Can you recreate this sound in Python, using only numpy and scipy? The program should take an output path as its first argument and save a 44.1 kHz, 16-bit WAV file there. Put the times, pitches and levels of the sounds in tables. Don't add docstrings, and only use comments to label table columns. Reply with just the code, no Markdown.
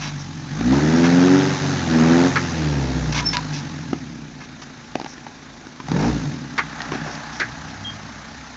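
import sys
import numpy as np
from scipy import signal
from scipy.fft import rfft, irfft
from scipy.io import wavfile
from scipy.ndimage import uniform_filter1d

SR = 44100
rng = np.random.default_rng(int(sys.argv[2]) if len(sys.argv) > 2 else 0)


def elevation(decibels):
    levels = np.asarray(decibels, float)
    return 10 ** (levels / 20)


def pcm_store(signal):
    levels = np.round(np.clip(np.atleast_2d(signal), -1, 1) * 32767)
    wavfile.write(sys.argv[1], SR, levels.astype(np.int16).T)


N = 377496


def evened(x):
    return x / np.sqrt(np.mean(x ** 2) + 1e-20)


def steadied(x):
    power = uniform_filter1d(uniform_filter1d(x ** 2, size=4000), size=4000)
    return x / np.sqrt(abs(power) + 1e-20)


def columns(rows):
    s, *values = np.transpose(rows)
    return [np.interp(np.arange(N) / SR, s, v) for v in values]


def add(mix, s, sound):
    part = mix[round(s * SR):][:len(sound)]
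    part += sound[:len(part)]


def resonate(x, hz, width):
    turn = np.exp(2j * np.pi * hz * np.arange(len(x)) / SR)
    r = np.exp(-np.pi * abs(width) / SR)
    return 2 * (turn * signal.lfilter([1 - r], [1, -r], x / turn)).real


def body(x, modes):
    return sum((-1) ** k * elevation(db) * resonate(x, hz, width) for k, (hz, width, db) in enumerate(modes))


def noise(points, patchy_db):
    frames = N // 128 + 5
    a, b, patches = rng.standard_normal((frames, 257, 3)).T
    patches = uniform_filter1d(patches, size=6, axis=0)
    patches = evened(uniform_filter1d(patches, size=12, axis=1))
    spectra = (a + 1j * b) * elevation(patchy_db * patches)
    white = signal.istft(spectra, nperseg=512, noverlap=384)[1][:N]
    f, db = np.transpose(points)
    hz = np.fft.rfftfreq(N, 1 / SR)
    colour = elevation(np.interp(np.log(hz + 1), np.log(f + 1), db, left=-90, right=-90))
    return evened(irfft(rfft(white) * colour, N))


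def spectrum_db(points, hz):
    f, db = np.transpose(points)
    return np.interp(np.log(hz), np.log(f), db)


def drift(per_s):
    t = np.arange(0, N + 200, 200) / SR
    f, phase = np.geomspace(per_s / 10, per_s, num=24), rng.random(24)
    swings = np.sin(2 * np.pi * (f * t[:, None] + phase)) / np.sqrt(f)
    return np.interp(np.arange(N) / SR, t, evened(swings.sum(axis=1)))


def forest_rumble():
    # frequency in Hz, level in dB per Hz.
    rumble_colour = [(21, -47), (35, -7), (185, -24.5), (232, 4), (294, -6.5), (391, -12.5), (508, -24),
                     (600, -20), (780, -35.5), (1320, -120)]
    return elevation(-46.5) * noise(rumble_colour, patchy_db=0.5)


def far_engine():
    # time in seconds, firings per second, first order in dB, second order in dB.
    far_rev = [(7.38, 51.9, -53, -57), (7.402, 55.0, -52, -48), (7.486, 59.0, -47, -38),
               (7.698, 92.0, -46, -49), (7.806, 100.2, -40, -49), (7.954, 104.5, -42, -44),
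               (8.21, 102.8, -53, -50), (8.45, 59.6, -53, -57)]
    hz, first_db, second_db = columns(far_rev)
    t, phase = np.arange(N) / SR, 2 * np.pi * np.cumsum(hz) / SR
    on = np.clip(np.minimum(t - far_rev[0][0], far_rev[-1][0] - t) / .05, 0, 1)
    return np.sqrt(2) * on * (elevation(first_db) * np.sin(phase) + elevation(second_db) * np.sin(2 * phase))


def slope(x):
    at = np.arange(200, 8000, 20)
    taps = np.zeros(8020)
    late = rng.integers(0, 20, len(at))
    taps[at + late] = rng.choice([-1., 1.], len(at)) * elevation(-60 * at / SR / 0.15)
    return signal.oaconvolve(x, taps / np.linalg.norm(taps))[:N]


def crack(peak_db):
    t = np.arange(-20, 60) / SR
    click = -t / .00005 * np.exp(-(t / .00007) ** 2)
    rebounds = np.r_[1, np.zeros(13), -.6, np.zeros(17), .35]
    return elevation(peak_db) * np.convolve(click, rebounds)


def scrape(length, db, hz, width):
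    # frequency in Hz, width in Hz, level in dB.
    chassis = [(900, 280, -11), (1685, 120, -6), (2160, 54, -6), (2560, 190, -7), (3650, 590, -26),
               (5290, 69, -8), (5660, 1100, -9)]
    n = int(length * SR)
    slips = rng.standard_normal(6000) * (rng.random(6000) < 6000 / SR)
    shaped = resonate(body(slips, chassis) + .06 * slips, hz, width)
    return elevation(db) * evened(shaped[:n]) * signal.windows.tukey(n, .3) * np.linspace(1.2, .7, n)


def squeak(length, db, start_hz, end_hz):
    n = int(length * SR)
    flutter = 1 + .16 * evened(uniform_filter1d(rng.standard_normal(6000), size=70))[:n]
    tone = np.sin(2 * np.pi * np.cumsum(np.linspace(start_hz, end_hz, n)) / SR)
    swell = signal.windows.tukey(n, .3) if db < -18 else np.hanning(n) ** 2
    return elevation(db) * np.sqrt(2) * flutter * tone * swell


def knock(peak_db, hz, thump_db, snap_db):
    t = np.arange(2000) / SR
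    a, b = rng.standard_normal((2, 2000))
    contact_s = .0022 - .00004 * (snap_db + 48)
    push = t / contact_s * np.exp(1 - t / contact_s)
    rattle = evened(resonate(resonate(a, 1300, 2700), 1200, 2700))
    ring = 1.26 * np.sin(2 * np.pi * hz * t) + 0.73 * rattle
    snap = evened(resonate(resonate(b, 4600, 3700), 4600, 3700))
    thump = np.sin(2 * np.pi * 285 * t) * t / 0.0036 * np.exp(1 - t / 0.0015)
    return elevation(peak_db - 4.5) * ring * push + elevation(snap_db) * snap * push ** 2 + elevation(thump_db + 17.5) * thump


def clunk(db, grind, low_hz, high_hz):
    t, rub = np.arange(5000) / SR, rng.standard_normal(5000)
    contact = np.minimum(t / .002, 1) * elevation(-60 * np.maximum(t - grind, 0) / .09)
    panels = resonate(rub, low_hz, 460) - resonate(rub, high_hz, 510) + 0.45 * resonate(rub, 354, 150)
    panels = evened(resonate(panels, 1500, 1800))
    treble = evened(resonate(resonate(rub, 4200, 3500), 4200, 3500)) * elevation(-60 * t / .12)
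    return elevation(db) * (panels + elevation(-6.5) * treble) * contact


def ground_contacts():
    # start in seconds, peak in dB, ring in Hz, thump in dB, snap in dB.
    stones = [(0.609, -22.5, 730, -22.5, -38), (3.93, -18, 725, -17.5, -35), (4.62, -29, 1229, -53, -34),
              (4.954, -12, 679.5, -21, -27.5), (4.998, -21.5, 828, -32, -32.5), (5.013, -23, 823, -31, -34),
              (5.044, -27, 813, -33.5, -29.5), (5.061, -21.5, 840, -47, -35),
              (5.179, -31.5, 1775, -40, -44), (5.265, -25, 846, -58, -48), (5.668, -33, 1426, -37.5, -40),
              (5.8, -23, 998, -33.5, -49.5), (5.884, -21, 803.6, -35, -31), (5.916, -16, 842, -22.5, -26),
              (5.962, -21, 915, -21.5, -59), (6.804, -18, 1840, -45, -38), (6.919, -17, 1064, -24.5, -29)]
    # start in seconds, level in dB, grinding time in seconds,
    # lower ring in Hz, upper ring in Hz.
    rocks = [
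        (2.356, -16.5, 0.019, 1185, 2110),
        (6.578, -16.5, 0.02, 1100, 2190),
        (7.398, -16.5, 0.023, 1620, 1990),
    ]
    # start in seconds, peak in dB.
    twigs = [
        (3.3692, 4),
        (6.8185, -7.5),
    ]
    # start in seconds, length in seconds, level in dB, centre in Hz, width in Hz.
    creaks = [(0.0, .11, -30.5, 2600, 4000), (.19, 0.039, -37, 5540, 1520),
              (3.122, 0.017, -24.5, 3600, 4000), (3.142, 0.04, -23, 2600, 2950),
              (3.172, 0.043, -21.5, 2520, 3000), (3.328, 0.034, -22.5, 2720, 2480),
              (3.52, 0.097, -32.5, 4200, 3500), (4.4, 0.051, -39, 1262, 1190),
              (4.435, 0.025, -43, 3480, 3000), (5.07, .08, -40.5, 5780, 1800),
              (6.93, 0.054, -42, 2900, 4000), (7.11, 0.033, -37, 5450, 2000),
              (7.15, 0.0083, -31.5, 4300, 1190), (6.92, 0.045, -26.5, 220.9, 152),
              (7.05, .07, -31.5, 236, 149), (7.32, 0.084, -39, 5110, 2480),
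              (7.68, 0.051, -41.5, 2496, 3040), (7.945, 0.017, -41, 3800, 1210),
              (1.035, 0.046, -23, 1520, 1810), (.715, 0.089, -27, 550, 400), (5.98, .13, -28.5, 550, 600),
              (4.615, .03, -38, 3457, 4015)]
    contacts = np.zeros(N)
    for table, source in ((stones, knock), (rocks, clunk), (twigs, crack), (creaks, scrape)):
        for s, *row in table:
            add(contacts, s, source(*row))
    return signal.sosfilt(signal.butter(N=2, Wn=140, btype="high", fs=SR, output="sos"), contacts)


def brake_squeaks():
    # start in seconds, length in seconds, level in dB, Hz at start, Hz at end.
    squeals = [(3.235, .075, -15, 5410, 5360), (3.272, .035, -16, 5315, 5300),
               (3.297, .035, -28, 5330, 5310), (3.15, .06, -34, 985, 985), (3.212, .035, -32, 982, 982),
               (3.34, .06, -26, 981, 979), (7.842, .07, -29, 3232, 3226), (7.912, .03, -44, 3228, 3228),
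               (0.02, .09, -42, 3945, 3945)]
    brakes = np.zeros(N)
    for s, *row in squeals:
        add(brakes, s, squeak(*row))
    return brakes


def jolts():
    # time in seconds, drop of the clean orders in dB, thud in dB.
    snatches = [(1.585, -10, -47), (1.86, -1, -45), (2.31, -3, -43), (0.806, -1.5, -59)]
    jolt_s, thud_hz = 0.027, 63
    t = np.arange(N) / SR
    drop_db, thuds = np.zeros((2, N))
    for s, db, thud_db in snatches:
        drop_db += db * np.exp(-((t - s) / jolt_s) ** 2)
        swell = np.exp(-((t - s - jolt_s) / jolt_s) ** 2)
        thuds += elevation(thud_db) * 2 * swell * np.sin(2 * np.pi * thud_hz * (t - s))
    return drop_db, thuds


def firings(turns, uneven):
    # a cylinder's strength in dB, its lateness as a share of a firing gap.
    cylinders = [(3.5, 0.02), (-3.5, 0.05), (1.5, -0.03), (-2.0, -0.03)]
    count = np.arange(1, int(turns[-1]))
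    db, late = np.transpose(cylinders)[:, count % 4]
    chance = rng.standard_normal((2000, 2))[:len(count)]
    rough = np.interp(count, turns, uneven)
    size = elevation(rough * (db + 1.2 * chance[:, 0]))
    moment = count + rough * (late + .012 * chance[:, 1])
    even, real = np.zeros((2, N))
    even[np.interp(count, turns, np.arange(N)).astype(int)] = 1
    real[np.interp(moment, turns, np.arange(N)).astype(int)] = size
    return real, real - even


def low_orders(hz, turns, throttle, fade_db):
    # frequency in Hz, level in dB.
    shut = [(40, -46.5), (62, -25.5), (100, -33), (125, -30), (146, -19.5), (195, -44), (255, -30),
            (380, -38.5)]
    wide_open = [(42, -37), (65, -31.5), (95, -36), (155, -18), (208, -21), (260, -12), (315, -20.5),
                 (390, -23.5)]
    waver_db = 2.5
    low = np.zeros(N)
    for k in range(1, 7):
        db = (1 - throttle) * spectrum_db(shut, k * hz) + throttle * spectrum_db(wide_open, k * hz)
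        db = db + fade_db + waver_db * min(k, 4) / 3 * drift(14)
        db = db - 9 * max(k - 4, 0)
        db = db - 59 * np.maximum(np.log2(k * hz / 403), 0)
        low += np.sqrt(2) * elevation(db) * np.cos(2 * np.pi * k * turns + k * k)
    cam = .42 * np.clip(5 * (1 - throttle), .3, 1) * np.cos(np.pi * turns / 2)
    low = low + cam * resonate(low, 275, 130)
    half_db = 1.26 * fade_db - 22.5 - 6 * throttle + waver_db * drift(12)
    for odd in range(3, 8, 2):
        near = 1 / (1 + ((odd * hz / 2 - 147) / 13.6) ** 4)
        low = low + np.sqrt(2) * elevation(half_db) * near * np.cos(odd * np.pi * turns + odd)
    return low


def exhaust_pipe(upper, lumps, gas, uneven):
    # pipe ring in Hz, width in Hz, level in dB.
    pipe_rings = [(146, 22, 8), (262, 45, 0), (340, 60, -13), (225, 35, -6)]
    high_pass = signal.butter(N=3, Wn=118, btype="high", fs=SR, output="sos")
    pipe = signal.sosfilt(high_pass, body(upper + lumps + .07 * uneven ** 2 * gas, pipe_rings))
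    pipe = resonate(pipe, 200, 330)
    pipe = pipe - .7 * resonate(pipe, 192, 45)
    return steadied(pipe)


def silencer_bark(upper, lumps, gas, uneven):
    # silencer ring in Hz, width in Hz, level in dB.
    silencer_rings = [(400, 104, 7), (622, 124, 1.5), (694, 115, 0), (956, 63, -8)]
    push = (1.1 - uneven) * upper + .6 * lumps + (.02 + .13 * uneven) * gas
    return steadied(resonate(body(push, silencer_rings), 700, 700))


def valve_clatter(beat, gas, throb):
    # frequency in Hz, level in dB per Hz.
    clatter_colour = [(440, -19), (750, -8.5), (905, -11.5), (1070, -10), (1680, -7.5), (1990, -12),
                      (2140, -17), (3200, -26), (4160, -37.5), (7040, -120)]
    clatter = beat * noise(clatter_colour, patchy_db=1.6)
    hum = resonate(resonate(gas, 847, 45), 847, 45) / steadied(throb).clip(1)
    return steadied(clatter + 0.3 * evened(hum))


def fan_hiss(beat):
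    # frequency in Hz, level in dB per Hz.
    hiss_colour = [(1290, -31), (2200, -11), (2960, -14.5), (3230, -15), (3780, -11), (4510, -13),
                   (6280, -11), (7140, -15.5), (7610, -15), (8120, -18), (8860, -35), (11500, -80.5),
                   (19500, -120)]
    return steadied(beat * noise(hiss_colour, patchy_db=1.5))


def engine():
    # time in seconds, firings per second.
    crank_speed = [(0, 51), (.47, 43), (.78, 71.6), (.97, 84), (1.22, 89.3), (1.4, 95), (1.53, 95.4),
                   (1.73, 93.3), (1.86, 83.5), (2.0, 79.3), (2.27, 89.7), (2.38, 90.5), (2.81, 68),
                   (3.67, 45.9), (4.33, 28.7), (5.82, 26.5), (6.1, 63.5), (6.48, 31.5)]
    # time in seconds, throttle from 0 to 1.
    pedal = [(.44, 0.01), (.74, 0.83), (.82, 0.72), (1.22, 1), (1.33, 0.99), (1.48, 0.72), (1.59, 0.32),
             (1.66, 0.37), (1.86, 0.13), (1.95, 0.8), (2.27, 0.97), (2.31, 0.16), (2.74, 0.14), (3.2, 0.02),
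             (5.83, 0), (5.95, .9), (6.06, 0.77), (6.14, 0.02)]
    # time in seconds, tailpipe nearer in dB, bonnet nearer in dB.
    stance = [(0, -6, 1.5), (.3, -4, -2.5), (.75, 0, 2.5), (1.55, -5.5, 2), (2.1, -1.5, 5), (2.45, -7, 2),
              (2.8, -2, 1.5), (3.4, -2, 3.5), (4.15, 2.5, -2.5), (4.7, -5.5, 0.5), (5.82, -7, 0.5),
              (5.92, 6, 1), (6.4, 3, 1), (6.8, -1, 10), (6.97, 8.5, 11.5), (7.25, -2, 9.5), (7.7, -2, 6),
              (8.56, -9.5, 3)]
    (hz,), (throttle,), (tail_db, bonnet_db) = columns(crank_speed), columns(pedal), columns(stance)
    throttle = np.clip(throttle, 0, 1)
    turns = np.cumsum(hz) / SR

    octaves = np.log2(hz / 60)
    pipe_db = -29.5 + 8.9 * octaves + 1 * throttle
    bark_db = -44.5 + 18.7 * octaves + 13.82 * throttle
    clatter_db = -38.5 + 6.5 * octaves + 6.1 * throttle
    hiss_db = -37 + 7.73 * octaves + 2.8 * throttle
    bark_db = bark_db + 10 * np.exp(-((np.arange(N) / SR - 2.914) / 0.61) ** 2)

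    drop_db, thuds = jolts()
    fade_db = 21.5 * np.minimum(np.log2(hz / 67), 0) * (1 - .6 * throttle)
    fade_db = fade_db + drop_db + 0.25 * tail_db

    uneven = .9 + (.3 - .9) * np.minimum(throttle / .75, 1)
    pulses, lumps = firings(turns, uneven)
    throb = signal.lfilter([1], [1, -np.exp(-1 / (.003 * SR))], pulses)
    gas = (.4 * throb + .25 * uneven) * rng.standard_normal(N)
    beat = 1 + .004 * hz * np.cos(2 * np.pi * turns) + .1 * steadied(throb)
    upper = sum(np.cos(2 * np.pi * k * turns + .2 * k * k) for k in range(5, 30)) * 2 * hz / SR

    exhaust = low_orders(hz, turns, throttle, fade_db) + thuds
    exhaust = exhaust + elevation(pipe_db + tail_db) * exhaust_pipe(upper, lumps, gas, uneven)
    idle_bark = elevation(-56.5 + 0.34 * tail_db) * (30 / hz) ** 3
    bark_gain = elevation(bark_db + 1.62 * tail_db) + idle_bark
    exhaust = exhaust + bark_gain * silencer_bark(upper, lumps, gas, uneven)
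    bonnet = elevation(clatter_db + bonnet_db) * valve_clatter(beat, gas, throb)
    bonnet = bonnet + elevation(hiss_db + 0.47 * bonnet_db) * fan_hiss(beat)
    return exhaust + bonnet


def scene():
    background = forest_rumble() + far_engine()
    contacts, brakes = ground_contacts(), brake_squeaks()
    echoes = elevation(-13) * slope(contacts + .4 * brakes)
    return (background + echoes + contacts + brakes + engine())[None]


def top_cut(x):
    return signal.sosfilt(signal.butter(12, 9010, fs=SR, output="sos"), x)


def record(dry):
    f = [0, 6600, 7500, 7950, 8100, 8800, 9100, SR / 2]
    gain = elevation(np.array([0.0, -3.5, -15.0, -38, -23.5, -22.5, -74, -100]))
    taps = signal.firwin2(801, f, gain, fs=SR)
    mix = signal.oaconvolve(dry, taps[None], "same")
    return top_cut(mix)


dry = scene()
out = record(dry)
pcm_store(out)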